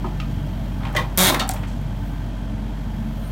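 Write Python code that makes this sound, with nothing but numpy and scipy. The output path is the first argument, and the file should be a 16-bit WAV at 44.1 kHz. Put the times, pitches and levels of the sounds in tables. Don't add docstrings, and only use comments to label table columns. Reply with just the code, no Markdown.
import sys
import numpy as np
from scipy import signal
from scipy.fft import rfft, irfft
from scipy.io import wavfile
from scipy.ndimage import uniform_filter1d

SR = 44100
rng = np.random.default_rng(int(sys.argv[2]) if len(sys.argv) > 2 else 0)


def gain_from_db(level_db):
    decades = np.asarray(level_db, float) / 20
    return 10 ** decades


def unload_audio(sound):
    columns = np.transpose(np.atleast_2d(sound))
    steps = np.round(np.clip(columns, -1, 1) * 32767)
    wavfile.write(sys.argv[1], SR, steps.astype(np.int16))


N = 145971


def unit(x):
    return x / np.sqrt(np.mean(x ** 2))


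def noise(n=N):
    return rng.standard_normal(n)


def band(x, hz, width):
    return signal.lfilter(*signal.iirpeak(min(hz, .45 * SR), hz / width, fs=SR), x)


def colour(x, table):
    f, db = np.array(table, float).T
    bins = np.log(np.fft.rfftfreq(len(x), 1 / SR) + 1)
    gain = gain_from_db(np.interp(bins, np.log(f), db, left=-90))
    return irfft(rfft(x) * gain, len(x))


def walk(rate):
    k = int(SR / rate)
    stairs = np.repeat(noise(N // k + 1), k)
    return unit(uniform_filter1d(uniform_filter1d(stairs, k), k)[:N])


def rings(table, flicker_db, rate):
    total = np.zeros(N)
    for f, width, db in table:
        level = gain_from_db(db + flicker_db * walk(rate))
        total += level * unit(band(band(noise(), f, width), f, width))
    return total


def orders(phase, table, wobble_db, rate):
    total = np.zeros(N)
    for multiple, db in table:
        k = round(multiple)
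        level = gain_from_db(db + wobble_db * np.sqrt(k) * walk(rate))
        total += np.sqrt(2) * level * np.sin(k * (phase + 1))
    return total


def rotation(hz, drift):
    return 2 * np.pi * np.cumsum(hz * (1 + drift * walk(3))) / SR


def engines(t):
    # multiple, level/dB
    near_orders = [(1, -30.5), (2, -43.5), (3, -45), (4, -44.5), (5, -55), (6, -48.5)]
    far_orders = [(1, -39), (2, -45)]
    # f/Hz, width/Hz, level/dB
    rumble = [(94.2, 26, -40), (147, 27.5, -38), (186.2, 19.6, -48.5), (221.7, 41, -43), (286, 49, -47)]
    # f/Hz, level/dB per Hz
    wash_colour = [(35, -42), (60, -9.5), (98, -6), (217, -13), (315, -20.5), (636, -28), (1410, -30),
                   (5000, -42.5), (16000, -60)]
    # f/Hz, width/Hz, level/dB
    fan = [(632, 203, -50.5), (860, 180, -52.5), (3160, 400, -61), (3244, 120, -63), (12060, 1200, -72),
           (1005, 35, -62), (1550, 90, -61), (1786, 47, -65.5), (657.3, 24, -59.5)]
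    phase = rotation(47.28, 0.0023)
    tones = orders(phase, near_orders, 0.44, 5.4) + orders(rotation(112.6, 0.0064), far_orders, 2.0, 8.8)
    pump_on_s, pump_rise_s = 2.45, 0.41
    pump_gate = 1 / (1 + np.exp((pump_on_s - t) / pump_rise_s * 4))
    pump = gain_from_db(-36 + 2 * walk(15)) * np.sin(rotation(214.1, 0.0067)) * pump_gate
    wash = unit(colour(noise(), wash_colour)) * gain_from_db(-37.5 + 0.077 * walk(0.22))
    wash = wash * (1 + 0.12 * np.sin(phase))
    return tones + pump + rings(rumble, 1.33, 5.29) + wash + rings(fan, 1.43, 5.87)


def air(t):
    # t/s, level/dB
    drift = [
        (0, -63),
        (1, -63),
        (1.75, -67),
        (1.88, -69),
        (2.05, -58),
        (2.55, -75),
        (2.8, -67),
        (3.3, -58),
    ]
    # f/Hz, width/Hz, level/dB
    valves = [(9880, 300, -73), (14200, 300, -75)]
    hiss = unit(signal.lfilter(*signal.butter(2, 9000, "high", fs=SR), noise()))
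    return hiss * gain_from_db(np.interp(t, *np.array(drift).T)) + rings(valves, 0.66, 2.9)


def whistle(t):
    # f/Hz, width/Hz, level/dB
    valve_modes = [(4100, 600, -59), (9000, 500, -62), (9850, 150, -66), (13500, 2200, -57)]
    peak_s, rise_s = 3.28, .06
    return rings(valve_modes, 3, 40) * np.exp(-np.abs(t - peak_s) / rise_s)


def snaps():
    # t/s, level/dB, centre f/Hz, t60/s
    splinters = [(0.201, -42, 4500, 0.027), (.465, -50.5, 11000, 0.036), (.927, -46, 10800, .04),
                 (.938, -50, 12000, .03), (.95, -37, 5870, 0.046), (.957, -47, 14000, .03),
                 (.963, -31.5, 7760, 0.062), (1.334, -26, 10000, .015), (1.345, -22, 11000, 0.022),
                 (1.345, -17, 2590, 0.027), (1.365, -47, 4010, 0.023), (1.394, -28, 4200, .015),
                 (1.395, -26, 7700, 0.044), (1.477, -35, 12000, 0.028), (1.4917, -17, 13000, 0.006),
                 (1.4912, -8.5, 8100, 0.0073), (1.491, -25, 4000, 0.015), (1.299, -22, 3500, .015),
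                 (1.514, -34, 5000, .02), (1.508, -27, 10000, 0.018), (1.514, -30, 8000, 0.028),
                 (1.52, -41, 7800, .02), (1.536, -30, 9000, 0.014), (1.539, -33, 14000, 0.035),
                 (1.815, -47, 13200, .02)]
    out, u = np.zeros(N), np.arange(SR // 10) / SR
    attack = np.minimum(u / .0003, 1)
    for s, db, hz, t60 in splinters:
        tick = unit(band(band(noise(len(u)), hz, 0.98 * hz), hz, 0.87 * hz))
        out[int(s * SR):][:len(u)] += gain_from_db(db - 60 * u / t60) * attack * tick
    return out


def knocks():
    # t/s, body level/dB, body f/Hz, splinter level/dB, t60/s
    blows = [(.043, -31.5, 830, -75, 0.13), (.06, -47, 1960, -58, .2), (.2, -31.5, 2420, -63, 0.071),
             (.31, -48, 5500, -60, .05), (.805, -39, 880, -76, 0.47), (.83, -35, 1050, -70, 0.46),
             (.851, -31, 2000, -62, 0.054), (.866, -34.5, 1790, -65, 0.089), (.937, -34, 800, -66, 0.15),
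             (.949, -25, 1080, -58, 0.19), (.963, -19.5, 2500, -32, 0.13), (.985, -25, 760, -39.5, 0.24),
             (1.301, -21.5, 1090, -21.5, 0.1), (1.322, -21.5, 690, -31.5, 0.34),
             (1.345, -19.5, 1200, -45, 0.1), (1.362, -27, 1500, -50, 0.048), (1.375, -31, 900, -60, 0.45),
             (1.396, -21, 3600, -35, 0.13), (1.404, -23.5, 850, -42, 0.15), (1.42, -35, 1130, -42, 0.1),
             (1.494, -25, 1390, -32, 0.039), (1.511, -35, 1800, -36, 0.05), (1.536, -35.5, 696, -46, 0.55)]
    settling = [
        (1.562, -35, 1960, -62, 0.082),
        (1.632, -32.5, 1580, -64, 0.099),
        (1.67, -50, 6170, -75, 0.73),
    ]
    # t/s, f/Hz, level/dB, t60/s
    log_modes = [(.045, 345, -25.5, 0.24), (.199, 1270, -28.5, 0.056), (.228, 1250, -33, 0.054),
                 (.199, 2700, -28.5, 0.033), (.2, 5400, -36, .03), (.218, 2500, -35, 0.037),
                 (.043, 1000, -28, 0.099), (.045, 1260, -29.5, .09), (.068, 870, -29.5, .08),
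                 (.07, 2000, -42, .05), (.836, 990, -33, .05), (.853, 990, -27, .06),
                 (.857, 3100, -35, .04), (.866, 790, -28, .07), (.868, 2800, -39, 0.057),
                 (1.4, 2700, -35, .03), (.9, 840, -32, 0.089), (.949, 1240, -25, 0.036),
                 (.955, 343, -29, 0.36), (.952, 600, -19, 0.1), (.964, 2020, -13.5, 0.056),
                 (.97, 1900, -13, 0.054), (.977, 2000, -17.5, 0.038), (.965, 2930, -29, 0.036),
                 (.972, 3100, -30, .06), (.978, 520, -27.5, 0.26), (.972, 1080, -23, 0.082),
                 (.989, 960, -22.5, 0.18), (1.01, 2400, -35, .08),
                 (1.298, 960, -15, 0.1), (1.303, 640, -14, 0.042), (1.303, 2200, -20, 0.035),
                  (1.295, 336, -21, 0.28), (1.321, 590, -18.5, .08), (1.32, 227.8, -20, 0.3),
                  (1.335, 3700, -28, .05), (1.348, 1100, -24, .06), (1.372, 880, -18, .04),
                  (1.39, 980, -19, 0.028), (1.396, 4500, -20, 0.045), (1.402, 3700, -17, 0.075),
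                  (1.397, 1880, -19, 0.049), (1.398, 2820, -25, .08), (1.403, 540, -18.5, 0.052),
                  (1.41, 1335, -23.5, 0.13), (1.435, 800, -28, 0.16), (1.495, 730, -14, 0.038),
                  (1.496, 1350, -21, 0.028), (1.515, 770, -28.5, .06), (1, 580, -35, 0.088),
                  (1.42, 740, -21, 0.051), (1.36, 350, -22.5, .12), (1.27, 300, -22, 0.13)]
    hollow_hz = [604, 835, 986, 1230, 1840, 2300, 3100, 3460, 4170]
    out, u = np.zeros(N + SR), np.arange(SR // 3) / SR
    splinter_filter = signal.butter(2, 4500, "high", fs=SR)

    def fade(t60):
        return np.minimum(u / 0.002, 1) * gain_from_db(-60 * u / t60)

    for s, body_db, hz, splinter_db, t60 in blows + settling:
        grains = np.interp(u * 900, np.arange(500), noise(500))
        grit = rng.standard_normal((2, len(u))) * gain_from_db(3 * grains)
        body_width = 1.16 * hz
        wide = unit(band(band(grit[0], hz, body_width), hz, body_width))
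        detuned = hollow_hz * np.exp(0.049 * noise(len(hollow_hz)))
        hollow = unit(sum(band(wide, f, 0.11 * f) for f in detuned))
        body = (wide + .4 * hollow) * gain_from_db(body_db - 2.5) * fade(t60)
        hiss = unit(signal.lfilter(*splinter_filter, grit[1])) * gain_from_db(splinter_db) * fade(t60 * 0.83)
        out[int(s * SR):][:len(u)] += body + hiss

    steps = u * 110
    for s, hz, db, t60 in log_modes:
        rough = np.interp(steps, np.arange(60), noise(60))
        waver = np.interp(steps, np.arange(60), noise(60))
        level = gain_from_db(db + 2.5 * rough * np.minimum(steps / 2, 1))
        tone = np.sin(2 * np.pi * hz * u + 2 * .55 * waver)
        out[int(s * SR):][:len(u)] += level * fade(t60) * tone
    return out[:N]


def judder(t):
    # t/s, level/dB, treble/dB
    course = [
        (1.1748, -20, 11),
        (1.182, -16.5, 5.5),
        (1.2, -16, 3),
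        (1.26, -14.5, 3.5),
        (1.285, -14.5, -2),
        (1.3, -15, -4),
        (1.304, -20, -8),
        (1.325, -50, -14),
    ]
    # f/Hz, level/dB per Hz
    fibre_colour = [(240, -57), (400, -17), (496, -18), (562, -4.5), (1600, -10.5), (3750, -19),
                    (4880, -13), (13500, -10), (16000, -18.5)]
    # f/Hz, width/Hz, level/dB
    steel = [(2180, 450, -16.5), (3290, 200, -17), (3740, 560, -10), (9480, 230, -13.5), (13600, 1700, -19)]
    # f/Hz, width/Hz, level/dB
    struck_steel = [(760, 150, -19.5), (1130, 220, -20), (1500, 440, -16.5), (1960, 190, -17.5),
                    (2200, 180, -21), (2830, 150, -19), (3290, 140, -11), (3610, 100, -12.5),
                    (3900, 170, -23), (4500, 510, -29)]
    # multiple, level/dB
    flexing = [(1, -7), (2, -12), (3, -14.5), (4, -16), (5, -36), (6, -23), (8, -27)]
    s, db, treble_db = np.array(course).T
    on = (t >= s[0]) & (t < s[-1])
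    cycles = np.cumsum(on * 186.6 * (1 + .008 * walk(60))) / SR
    slip_size = gain_from_db(0.8 * noise(40))[cycles.astype(int)]
    part = cycles % 1

    def gate(steady, decay):
        return steady + slip_size * np.minimum(part / .05, 1) * np.exp(-part / decay)

    fibres = noise() * gain_from_db(3.5 * noise())
    tear = unit(colour(fibres, fibre_colour)) + rings(steel, 0.95, 58.8)
    low = signal.filtfilt(*signal.butter(2, 5000, fs=SR), tear)
    high = (tear - low) * gain_from_db(np.interp(t, s, treble_db) + 6.5) * gate(.09, .22)

    slips = np.diff(np.floor(cycles), prepend=0)
    struck = np.zeros(N)
    for f, width, mode_db in struck_steel:
        clicks = slips * gain_from_db(2.5 * walk(150))
        struck += gain_from_db(mode_db) * np.sqrt(on.mean()) * unit(band(clicks, f, width))

    age = np.clip(t - s[0], 0, None)
    start_hz, glide_hz_per_s = 181.7, 81
    flex = orders(2 * np.pi * (start_hz + glide_hz_per_s * age / 2) * age, flexing, 1.9, 39.88)
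    fade_s, fade_db_per_s = 1.237, 148
    flex = flex * gain_from_db(-fade_db_per_s * np.clip(t - fade_s, 0, None))
    return on * gain_from_db(np.interp(t, s, db)) * (gate(0.56, 0.56) * low + high + flex + struck)


def yard_echo(wood):
    u = np.arange(SR // 2) / SR
    tail = signal.lfilter(*signal.butter(1, 5000, fs=SR), noise(len(u)))
    tail = tail * gain_from_db(-60 * u / 0.22) * (u > .006)
    return signal.fftconvolve(wood, tail / np.sqrt(np.sum(tail ** 2)))[:N] * gain_from_db(-11.5)


def scene():
    # t/s, level/dB
    gain_control = [
        (1.17, 3.5),
        (1.25, 2),
        (1.42, 3),
        (1.55, 2.5),
    ]
    t = np.arange(N) / SR
    background = engines(t) + air(t) + whistle(t)
    wood = snaps() + knocks() + judder(t)
    duck = gain_from_db(np.interp(t, *np.array(gain_control).T))
    return (wood + yard_echo(wood) + duck * background)[None]


def low_pass(x):
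    return signal.sosfilt(signal.butter(12, 16320, fs=SR, output="sos"), x)


def record(dry):
    # f/Hz, width/Hz, share removed
    dips = [(5000, 370, 0.3), (10360, 1030, 0.49)]
    for hz, width, share in dips:
        dry = dry - np.clip(share, 0, 1) * band(dry, hz, width)
    ceiling = .55
    limited = ceiling * np.tanh(dry / ceiling)
    top_cut = signal.ellip(10, .3, 35, 15900, fs=SR, output="sos")
    return low_pass(signal.sosfilt(top_cut, limited))


dry = scene()
out = record(dry)
unload_audio(out)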